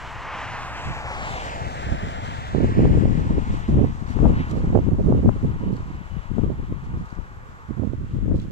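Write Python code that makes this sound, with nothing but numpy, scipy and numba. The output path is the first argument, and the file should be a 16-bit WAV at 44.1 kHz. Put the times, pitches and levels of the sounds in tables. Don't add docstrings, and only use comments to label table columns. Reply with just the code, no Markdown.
import sys
import numpy as np
from scipy import signal
from scipy.fft import rfft, irfft, next_fast_len
from scipy.io import wavfile
from scipy.ndimage import uniform_filter1d, minimum_filter1d, map_coordinates
from numba import njit

SR = 44100
rng = np.random.default_rng(int(sys.argv[2]) if len(sys.argv) > 2 else 0)


def output_pcm(signal):
    pcm = np.clip(np.atleast_2d(signal).T, -1, 1) * 32767
    wavfile.write(sys.argv[1], SR, np.round(pcm).astype(np.int16))


N = 375291
TIME = np.arange(N) / SR
CLOSEST_S, PASSING_S = 1.755, .57
ALONG = (TIME - CLOSEST_S) / PASSING_S
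NEAR = 1 / (1 + ALONG ** 2)
PAST = .5 + .5 * ALONG * np.sqrt(NEAR)

# frequency in Hz, relative level in dB.
NIGHT_COLOUR = [(100, -13.5), (450, 2.5), (780, -10.5), (1100, -2.5), (2000, -9), (4000, -28.5),
                (7700, -25.5), (8800, -35), (14300, -33.5)]
RUSTLE_COLOUR = [(1200, -19), (2800, 1), (3400, -1), (4000, 3), (5000, -0.5), (7500, -4), (9000, -13),
                 (14000, -21.5)]
LEFT_WIND_COLOUR = [(8, -15), (20, 4.5), (60, 3), (130, -0.5), (250, -4), (450, -4), (800, -5.5),
                    (1500, -1.5), (4000, -23.5)]
RIGHT_WIND_COLOUR = [(14, -17.5), (30, -8.5), (60, 2.5), (130, 2), (250, 1.5), (450, 1.5), (800, 0),
                     (1500, -4), (4000, -7.5)]
TREAD_COLOUR = [(150, -15.5), (400, -16.5), (600, -6), (800, -1.5), (1000, -1.5), (1400, -8), (2000, -17.5),
                (4000, -51)]
SIDEWALL_COLOUR = [(100, -4.5), (250, -3.5), (400, -6.5), (600, -2), (780, -3.5), (1000, -26),
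                   (1600, -44.5)]
HISS_COLOUR = [(250, -0.5), (500, -2.5), (1200, 13), (2500, 6.5), (4000, 3), (5500, -0.5), (7700, 1),
               (8700, -13), (10200, -14), (11500, -21), (14300, -19)]
GROOVES_COMING = [(900, -24.5), (1300, 0), (1650, 5), (2150, 2), (2550, -0.5), (3050, -4), (3500, -10),
                  (4200, -14.5), (6000, -18.5), (7700, -34.5), (9000, -54)]
GROOVES_LEAVING = [(900, -22), (1400, 5.5), (1800, 10), (2400, 2), (2950, 0.5), (3500, -6), (4200, -11),
                   (6000, -21), (7700, -42), (9000, -54)]
# middle in seconds, half length in seconds, level in dB.
WHINE_SPELLS = [(5.68, .08, -70), (6.2, .12, -67), (6.72, 0.12, -75)]
# middle in seconds, half length in seconds, level in dB, left minus right in dB.
DRY_RUSTLES = [(4.105, 0.026, -54.5, -6), (4.503, 0.013, -53, -3), (4.582, .03, -59, -5),
               (5.754, 0.025, -58, -4), (5.95, 0.014, -68, -5), (6.851, .012, -62, 4),
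               (7.094, .06, -64, -3), (8.37, 0.018, -58, -7), (8.427, 0.022, -64, -6)]
# time in seconds, strength in dB.
PHONE_TAPS = [(8.355, -55), (8.399, -45), (8.424, -52)]
# pitch in Hz, width in Hz, level in dB, gain at the right port.
CASE_NOTES = [(3400, 200, 0, -.7), (3930, 300, -5.5, 1)]
# time in seconds, left level in dB, right level in dB.
BREEZE_LEVELS = [(0.0, -38, -42.5), (1.7, -34, -36.5), (2.45, -30.5, -34.5), (3.1, -22.5, -25.5),
                 (4.05, -26, -36.5), (4.7, -25.5, -27.5), (5.3, -24.5, -45), (6.05, -34, -43),
                 (6.75, -30, -49), (7.55, -43, -41), (8.5, -31, -26)]
# time of full strength in seconds, hold in seconds, left level in dB, right level in dB.
WIND_GUSTS = [(0.87, 0.038, -29, -27), (1.276, 0.073, -31.5, -54.0), (1.619, 0.042, -27, -37),
              (1.871, 0.069, -28.0, -25.5), (2.046, 0.012, -26, -25), (2.562, 0.035, -49.0, -19),
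              (2.632, .008, -27, -12), (2.65, 0.061, -16.5, -36), (2.713, .006, -31, -21),
              (2.78, 0.1, -16, -13.5), (2.849, 0.14, -15.5, -20), (3.026, 0.043, -15, -24),
              (3.083, 0.11, -15, -31), (3.21, 0.097, -21, -22), (3.319, 0.074, -21.5, -29),
              (3.497, 0.052, -25, -24.5), (3.705, 0.082, -14.5, -16.5), (3.792, 0.056, -24.5, -12),
              (3.868, 0.024, -21.5, -23.5), (4.161, 0.04, -16.5, -48.5), (4.228, 0.074, -11.5, -16),
              (4.325, 0.1, -24, -22), (4.514, 0.059, -43, -19), (4.6, 0.12, -22, -23),
              (4.755, 0.015, -15.5, -11.5), (4.848, 0.049, -17.5, -25), (4.932, 0.014, -24, -14.5),
              (4.997, 0.014, -16.5, -17.5), (5.066, 0.027, -22, -14.5), (5.109, 0.081, -15, -15.5),
              (5.249, 0.013, -26, -13.5), (5.272, 0.023, -13.5, -25), (5.363, 0.015, -39, -24),
              (5.443, 0.013, -19, -18), (5.481, 0.073, -23, -27), (5.626, 0.0066, -39, -21.5),
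              (5.68, 0.054, -25.5, -19.5), (5.793, 0.02, -40, -24.5), (5.881, 0.029, -41, -28),
              (5.955, 0.0036, -21, -29), (6.14, 0.04, -25, -47), (6.305, 0.032, -24, -51),
              (6.388, 0.059, -16.5, -33), (6.481, 0.031, -27, -17.5), (6.583, 0.05, -24.5, -31.5),
              (6.7, 0.016, -28, -24), (6.85, 0.085, -31.5, -24.5), (6.945, 0.027, -25.5, -32),
              (7.017, 0.0042, -33, -26.5), (7.189, 0.0066, -21, -60.0), (7.37, 0.04, -38, -64),
              (7.703, 0.028, -44, -25), (7.791, 0.14, -49.5, -21.5), (7.972, 0.09, -30, -28.5),
              (8.146, 0.067, -20.5, -31), (8.241, 0.081, -17, -35), (8.307, 0.065, -19.5, -19.5)]
# time in seconds, port (0 left, 1 right), peak in dB, half length in seconds.
HARD_EDDIES = [(1.925, 1, -9, 0.0031), (2.549, 1, -5, 0.00075), (2.645, 0, 1, 0.0009),
               (2.793, 1, 1, 0.00085), (2.834, 1, -1, 0.0011), (2.855, 1, -2.5, 0.0007),
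               (2.974, 1, -5, 0.0011), (3.037, 0, -8, .001), (3.056, 1, -5, 0.00081),
               (3.099, 0, -9, 0.0015), (3.382, 1, -6, 0.001), (3.794, 1, -6, 0.00082),
               (4.025, 0, -14.5, .0016), (4.163, 0, -14, .0016), (4.19, 0, -12.5, 0.00044),
               (4.256, 0, -2, 0.00061), (4.555, 1, -19, 0.00053), (4.565, 1, -12.5, 0.00068),
               (4.646, 1, -14, 0.0008), (4.764, 1, 6.5, 0.00096), (4.775, 1, 0.5, 0.00076),
               (4.79, 1, -3, 0.00077), (4.867, 0, -11, 0.001), (4.934, 1, -5, 0.0028),
               (4.987, 1, -13, 0.00082), (5.062, 1, -3, 0.0024), (5.125, 1, -2.5, 0.00066),
               (5.26, 1, -4, 0.00081), (5.287, 0, -3, 0.0027), (5.292, 0, -4.5, 0.00047),
               (5.449, 1, -4.5, 0.0013), (6.317, 0, -10.5, 0.002), (6.352, 0, -12, 0.0022),
               (6.383, 0, -9.5, 0.00069), (6.437, 0, -7, 0.0012), (6.503, 1, -9.5, 0.00084),
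               (6.725, 0, -9.5, 0.0012), (6.964, 0, -14, 0.0027), (7.128, 0, -18, 0.0018),
               (7.189, 0, -14, 0.0015), (7.836, 1, -12, 0.00078), (7.935, 1, -9.5, .0011)]
# middle in seconds, half length in seconds, then the change in dB of roar, grooves and hiss.
TYRE_SWELLS = [(0.297, 0.053, 2, 2.5, -3), (0.435, 0.09, 2.5, 4, 2.5), (0.798, 0.11, -0.2, 0.8, 3.5),
               (1.18, 0.11, 0.4, -0.5, 0.5), (1.43, 0.25, 1, 1, 0.5), (2.03, 0.056, 1, 2.5, 0),
               (2.853, 0.1, -0.5, 3.5, -0.5), (3.52, 0.085, 3.5, 2, 2.5), (3.98, 0.039, 1, -16, 0.5),
               (4.4, 0.047, -1, 9, -2.5), (4.44, 0.2, 5.5, 3, 4), (5.012, 0.055, -1, -8, -0.5),
               (6.15, 0.44, 3, 3, 0), (6.698, 0.1, -1.5, -1, -2), (7.1, 0.16, 5.5, -1, 1),
               (7.597, 0.31, 4.5, -8, 1.5)]
# time in seconds, pitch in Hz.
FAR_ROAR_PITCH = [(.4, 1171), (1.3, 1058), (4.3, 1141), (6.35, 1060), (6.95, 1259), (7.7, 1299)]
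# middle pitch in Hz, relative level in dB.
FAR_ROAR_BANDS = [(860, -6.5), (1060, -3.5), (1270, -5.5), (1520, -9.5)]
# time in seconds, treble lift in dB, pitch of a peak or dip in Hz, its height in dB.
LEFT_PORT_TONE = [(.2, -0.5, 2700, 2.5), (.8, -2, 2480, 5.5), (1.25, 2, 2050, 4), (1.8, 1.5, 2900, -1.5),
                  (2.2, 1, 3300, 5.5), (2.52, 0.5, 3630, 6), (2.67, -0.5, 3750, 3), (2.85, 0, 3730, 1),
                  (3.7, 1, 3400, 4), (4.4, 0.5, 3400, -4.5), (8.5, -0.5, 3400, 5)]
# time in seconds, pitch of the spot in Hz, its height in dB.
RIGHT_PORT_TONE = [(1.05, 4870, -1), (1.36, 3700, 6), (1.55, 2500, -0.5), (1.8, 1904, 0)]


def undb(db):
    return 10 ** (np.asarray(db) / 20)


def unit(x):
    return x / np.sqrt(np.mean(x ** 2))


def bell(middle_s, half_s):
    return np.exp(-.5 * ((TIME - middle_s) / half_s) ** 2)


def curves(table):
    times, *columns = np.transpose(table)
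    return [np.interp(TIME, times, column) for column in columns]


def noise(colour):
    size = next_fast_len(N)
    freqs = np.arange(size // 2 + 1) * SR / size + 1
    hz, db = np.transpose(colour)
    gain = undb(np.interp(np.log(freqs), np.log(hz), db))
    gain = gain * np.minimum(freqs / hz[0], 1) * np.minimum(hz[-1] / freqs, 1) ** 2
    return unit(irfft(rfft(rng.standard_normal(size)) * gain, size)[:N])


def wobble(per_s):
    hold = max(int(SR / per_s), 2)
    steps = np.repeat(rng.standard_normal(N // hold + 1), hold)
    return unit(uniform_filter1d(uniform_filter1d(steps, hold), hold)[:N])


@njit
def lowpass(x, hz, damping):
    out, band_state, low_state = np.empty(len(x)), 0., 0.
    for i in range(len(x)):
        step = np.tan(np.pi * hz[i] / SR)
        band = (band_state + step * (x[i] - low_state)) / (1 + step * (step + damping))
        out[i] = low_state + step * band
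        band_state, low_state = 2 * band - band_state, 2 * out[i] - low_state
    return out


def bandpass(x, hz, width_hz):
    hz = np.clip(hz, 50, .4 * SR) + np.zeros(N)
    damping = float(width_hz / hz.mean())
    return np.gradient(lowpass(x, hz, damping)) * damping * SR / (2 * np.pi * hz)


def car_bearing(late_s=0., closest_deg=69.5, bend_deg_per_s=1.05):
    since_s = TIME - late_s - CLOSEST_S
    return np.radians(closest_deg - bend_deg_per_s * since_s) + np.arctan(since_s / PASSING_S)


def at_ports(x, bearing, detour=0., side_lag_s=.00052):
    lag_s = side_lag_s * np.sin(bearing) * (1 + detour * np.maximum(np.cos(bearing), 0) ** 2)
    return np.array([x, map_coordinates(x, [np.arange(N) - lag_s * SR], order=3, mode="nearest")])


def night_air(level_db=-53):
    return np.array([noise(NIGHT_COLOUR) * undb(level_db + 1.1 * wobble(3.8)) for _ in range(2)])


def far_whine(hz=2935, width_hz=70, waver_db=3.5):
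    swell = sum(undb(db) * bell(s, half_s) for s, half_s, db in WHINE_SPELLS)
    note = unit(bandpass(rng.standard_normal(N), hz * (1 + .008 * wobble(5)), width_hz))
    return at_ports(note * swell * undb(waver_db * wobble(12)), car_bearing())


def rustles(grain_db=4.5, grains_per_s=450):
    sides = np.array([[.5], [-.5]])
    swell = sum(undb(db + sides * pan_db) * bell(s, half_s) for s, half_s, db, pan_db in DRY_RUSTLES)
    grain = undb(grain_db * wobble(grains_per_s))
    return swell * np.array([unit(noise(RUSTLE_COLOUR) * grain) for _ in range(2)])


def taps(attack_s=.0008, decay_s=.0041, scratch_db=-7):
    push = np.zeros(N)
    for s, db in PHONE_TAPS:
        rise = np.clip(1 + (TIME - s) / attack_s, 0, 1)
        push += undb(db) * rise * np.exp(-np.maximum(TIME - s, 0) / decay_s)
    out = np.array([noise(RUSTLE_COLOUR) for _ in range(2)]) * push * undb(scratch_db)
    for hz, width_hz, db, right_gain in CASE_NOTES:
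        ring = bandpass(rng.standard_normal(N) * push, hz, width_hz) * np.sqrt(SR / (np.pi * width_hz))
        out += np.array([[1], [right_gain]]) * ring * undb(db)
    return out


def eddies():
    out = np.zeros((2, N))
    for s, port, db, half_s in HARD_EDDIES:
        offset = (TIME - s) / half_s
        spike = (1 - offset ** 2) / (1 + offset ** 2 / 2) ** 3
        out[round(port)] += undb(db) * rng.choice([-1, 1]) * spike
    return out


def wind_strength(port, attack_s=.036, release_s=.024, wake_db=-12, wake_s=.0048, waver_db=2.0):
    power = undb(curves(BREEZE_LEVELS)[port]) ** 2
    for s, hold_s, *port_db in WIND_GUSTS:
        rise = np.clip(1 + (TIME - s) / attack_s, 0, 1)
        fall = np.exp(-np.clip((TIME - s - hold_s) / release_s, 0, 20))
        power += (undb(port_db[port]) * rise * fall) ** 2
    for s, eddy_port, db, _ in HARD_EDDIES:
        if round(eddy_port) == port:
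            wake = np.exp(-np.minimum(np.abs(TIME - s) / wake_s, 20))
            power += (undb(db + wake_db) * wake) ** 2
    return 10 * np.log10(power) + waver_db * wobble(40)


def wind(gust_db, colour, corner_hz, trim_db, db_per_octave=23, patchy_db=3.0, bass_hz=58):
    patch_db = patchy_db * wobble(150)
    octaves_up = (gust_db + .93 * patch_db + 19) / db_per_octave
    hz = np.clip(corner_hz * 2 ** octaves_up, 120, 680)
    pressure = lowpass(lowpass(noise(colour), hz, 1.204), 2.1 * hz, 1.89) * undb(patch_db)
    rumble_hz = np.clip(bass_hz * undb(gust_db + 17), 2, 120)
    pressure -= lowpass(pressure, rumble_hz, 2.9)
    power = uniform_filter1d(pressure ** 2, int(.04 * SR))
    return pressure / np.sqrt(power + 1e-9) * undb(gust_db + trim_db)


def engine(firing_hz=61.6, doppler=.023, roughness=.19):
    hz = firing_hz * (1 - doppler * ALONG * np.sqrt(NEAR) + .0064 * wobble(10))
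    phase = 2 * np.pi * np.cumsum(hz) / SR
    return unit(np.sin(phase) + .66 * np.sin(2 * phase)) * (1 + roughness * wobble(22))


def tyre_levels(fade_s=7.84, fade_db_per_s=12):
    def drive_by(closest_db, front_lift_db, rear_lift_db):
        lift_db = (1 - NEAR) * np.where(ALONG < 0, front_lift_db, rear_lift_db)
        return closest_db + 10 * np.log10(NEAR) + lift_db

    roar_db = drive_by(-36, 8.5, 2.5) - fade_db_per_s * np.maximum(TIME - fade_s, 0)
    groove_db = drive_by(-44.5, 12, 5.5) + .05 * np.abs(TIME - CLOSEST_S)
    hiss_db = drive_by(-44, 3, 2)
    swells_db = sum(np.outer(change_db, bell(s, half_s)) for s, half_s, *change_db in TYRE_SWELLS)
    return np.array([roar_db, groove_db, hiss_db]) + swells_db


def grooves(level_db, axle_bearings, flutter_db=1.7):
    out = np.zeros((2, N))
    for axle in axle_bearings:
        pumping = noise(GROOVES_COMING) * np.sqrt(1 - PAST) + noise(GROOVES_LEAVING) * np.sqrt(PAST)
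        out += at_ports(pumping * undb(level_db + flutter_db * wobble(24)), axle) / np.sqrt(2)
    return out


def road_hiss(level_db, bearing, axle_bearings, facing_db=3, flutter_db=1.97):
    direct_share = .42 * NEAR ** .25 + .54 * np.maximum(np.cos(bearing), 0) ** 8
    scattered = np.array([noise(HISS_COLOUR) * undb(flutter_db * wobble(30)) for _ in range(2)])
    hiss = scattered * np.sqrt(1 - direct_share)
    for axle in axle_bearings:
        direct = noise(HISS_COLOUR) * undb(flutter_db * wobble(24))
        hiss += at_ports(direct * np.sqrt(direct_share / 2), axle)
    return hiss * undb(level_db + facing_db * NEAR * (np.cos(bearing) - .5))


def round_the_phone(groove_air, hiss, bearing, open_hz=.4 * SR, shaded_hz=7500):
    shade = np.exp(-((np.degrees(bearing) - 74) / 32) ** 2)
    cutoff_hz = open_hz * (shaded_hz / open_hz) ** shade
    right = groove_air[1] + lowpass(hiss[1], cutoff_hz, 2.3) * undb(-1.3 * shade)
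    spot_hz, spot_db = curves(RIGHT_PORT_TONE)
    right += (undb(spot_db) - 1) * bandpass(right, spot_hz, width_hz=900)
    lift_db, peak_hz, peak_db = curves(LEFT_PORT_TONE)
    left = (groove_air[0] + hiss[0]) * undb(lift_db)
    left += (undb(peak_db) - 1) * bandpass(left, peak_hz, width_hz=610)
    return np.array([left, right])


def far_roar(pitch_ratio, width_hz=190, flutter_db=3.0, drift=.03):
    out = np.zeros(N)
    for hz, db in FAR_ROAR_BANDS:
        band = bandpass(noise(TREAD_COLOUR), hz * pitch_ratio * (1 + drift * wobble(2.6)), width_hz)
        out += unit(band) * undb(db + flutter_db * wobble(9))
    return out


def tread_roar(level_db, closest_hz=821, far_db=-1, flutter_db=.63):
    far_hz, = curves(FAR_ROAR_PITCH)
    pitch_hz = far_hz + (closest_hz - far_hz) * NEAR
    read_at = np.cumsum(pitch_hz / 1000)
    tread = map_coordinates(noise(TREAD_COLOUR), [read_at], order=3, mode="mirror")
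    far = (1 - NEAR) ** 4
    roar = tread * np.sqrt(1 - far / 2) + far_roar(far_hz / far_hz.mean()) * far * undb(far_db)
    return roar * undb(level_db + flutter_db * wobble(17))


def car(axle_delays_s=(.01, .06), low_turn_deg=-3.5):
    roar_db, groove_db, hiss_db = tyre_levels()
    bearing = car_bearing()
    axle_bearings = [car_bearing(late_s) for late_s in axle_delays_s]
    roar = tread_roar(roar_db)
    drone = noise(SIDEWALL_COLOUR) * undb(roar_db - 12.5 + 7.4 * NEAR)
    hum = engine() * undb(roar_db - 15 + 7.8 * NEAR)
    hiss = road_hiss(hiss_db, bearing, axle_bearings)
    groove_air = grooves(groove_db, axle_bearings)
    low_bearing = bearing + np.radians(low_turn_deg) * (1 - PAST)
    lows = at_ports(roar + drone + hum, low_bearing, detour=.18)
    return lows + round_the_phone(groove_air, hiss, bearing)


def scene():
    left_db, right_db = wind_strength(0), wind_strength(1)
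    left = wind(left_db, LEFT_WIND_COLOUR, corner_hz=218.3, trim_db=.14)
    right = wind(right_db, RIGHT_WIND_COLOUR, corner_hz=234.6, trim_db=-.53)
    return night_air() + far_whine() + rustles() + taps() + eddies() + np.array([left, right]) + car()


def record(dry, ceiling=.98, hold_s=.0069, top_hz=14300):
    hold = int(hold_s * SR)
    allowed_gain = ceiling / np.maximum(np.abs(dry), ceiling)
    gain = uniform_filter1d(minimum_filter1d(allowed_gain, hold), hold)
    treble_cut = signal.ellip(10, .2, 80, top_hz, fs=SR, output="sos")
    return signal.sosfilt(treble_cut, dry * gain)


dry = scene()
out = record(dry)
output_pcm(out)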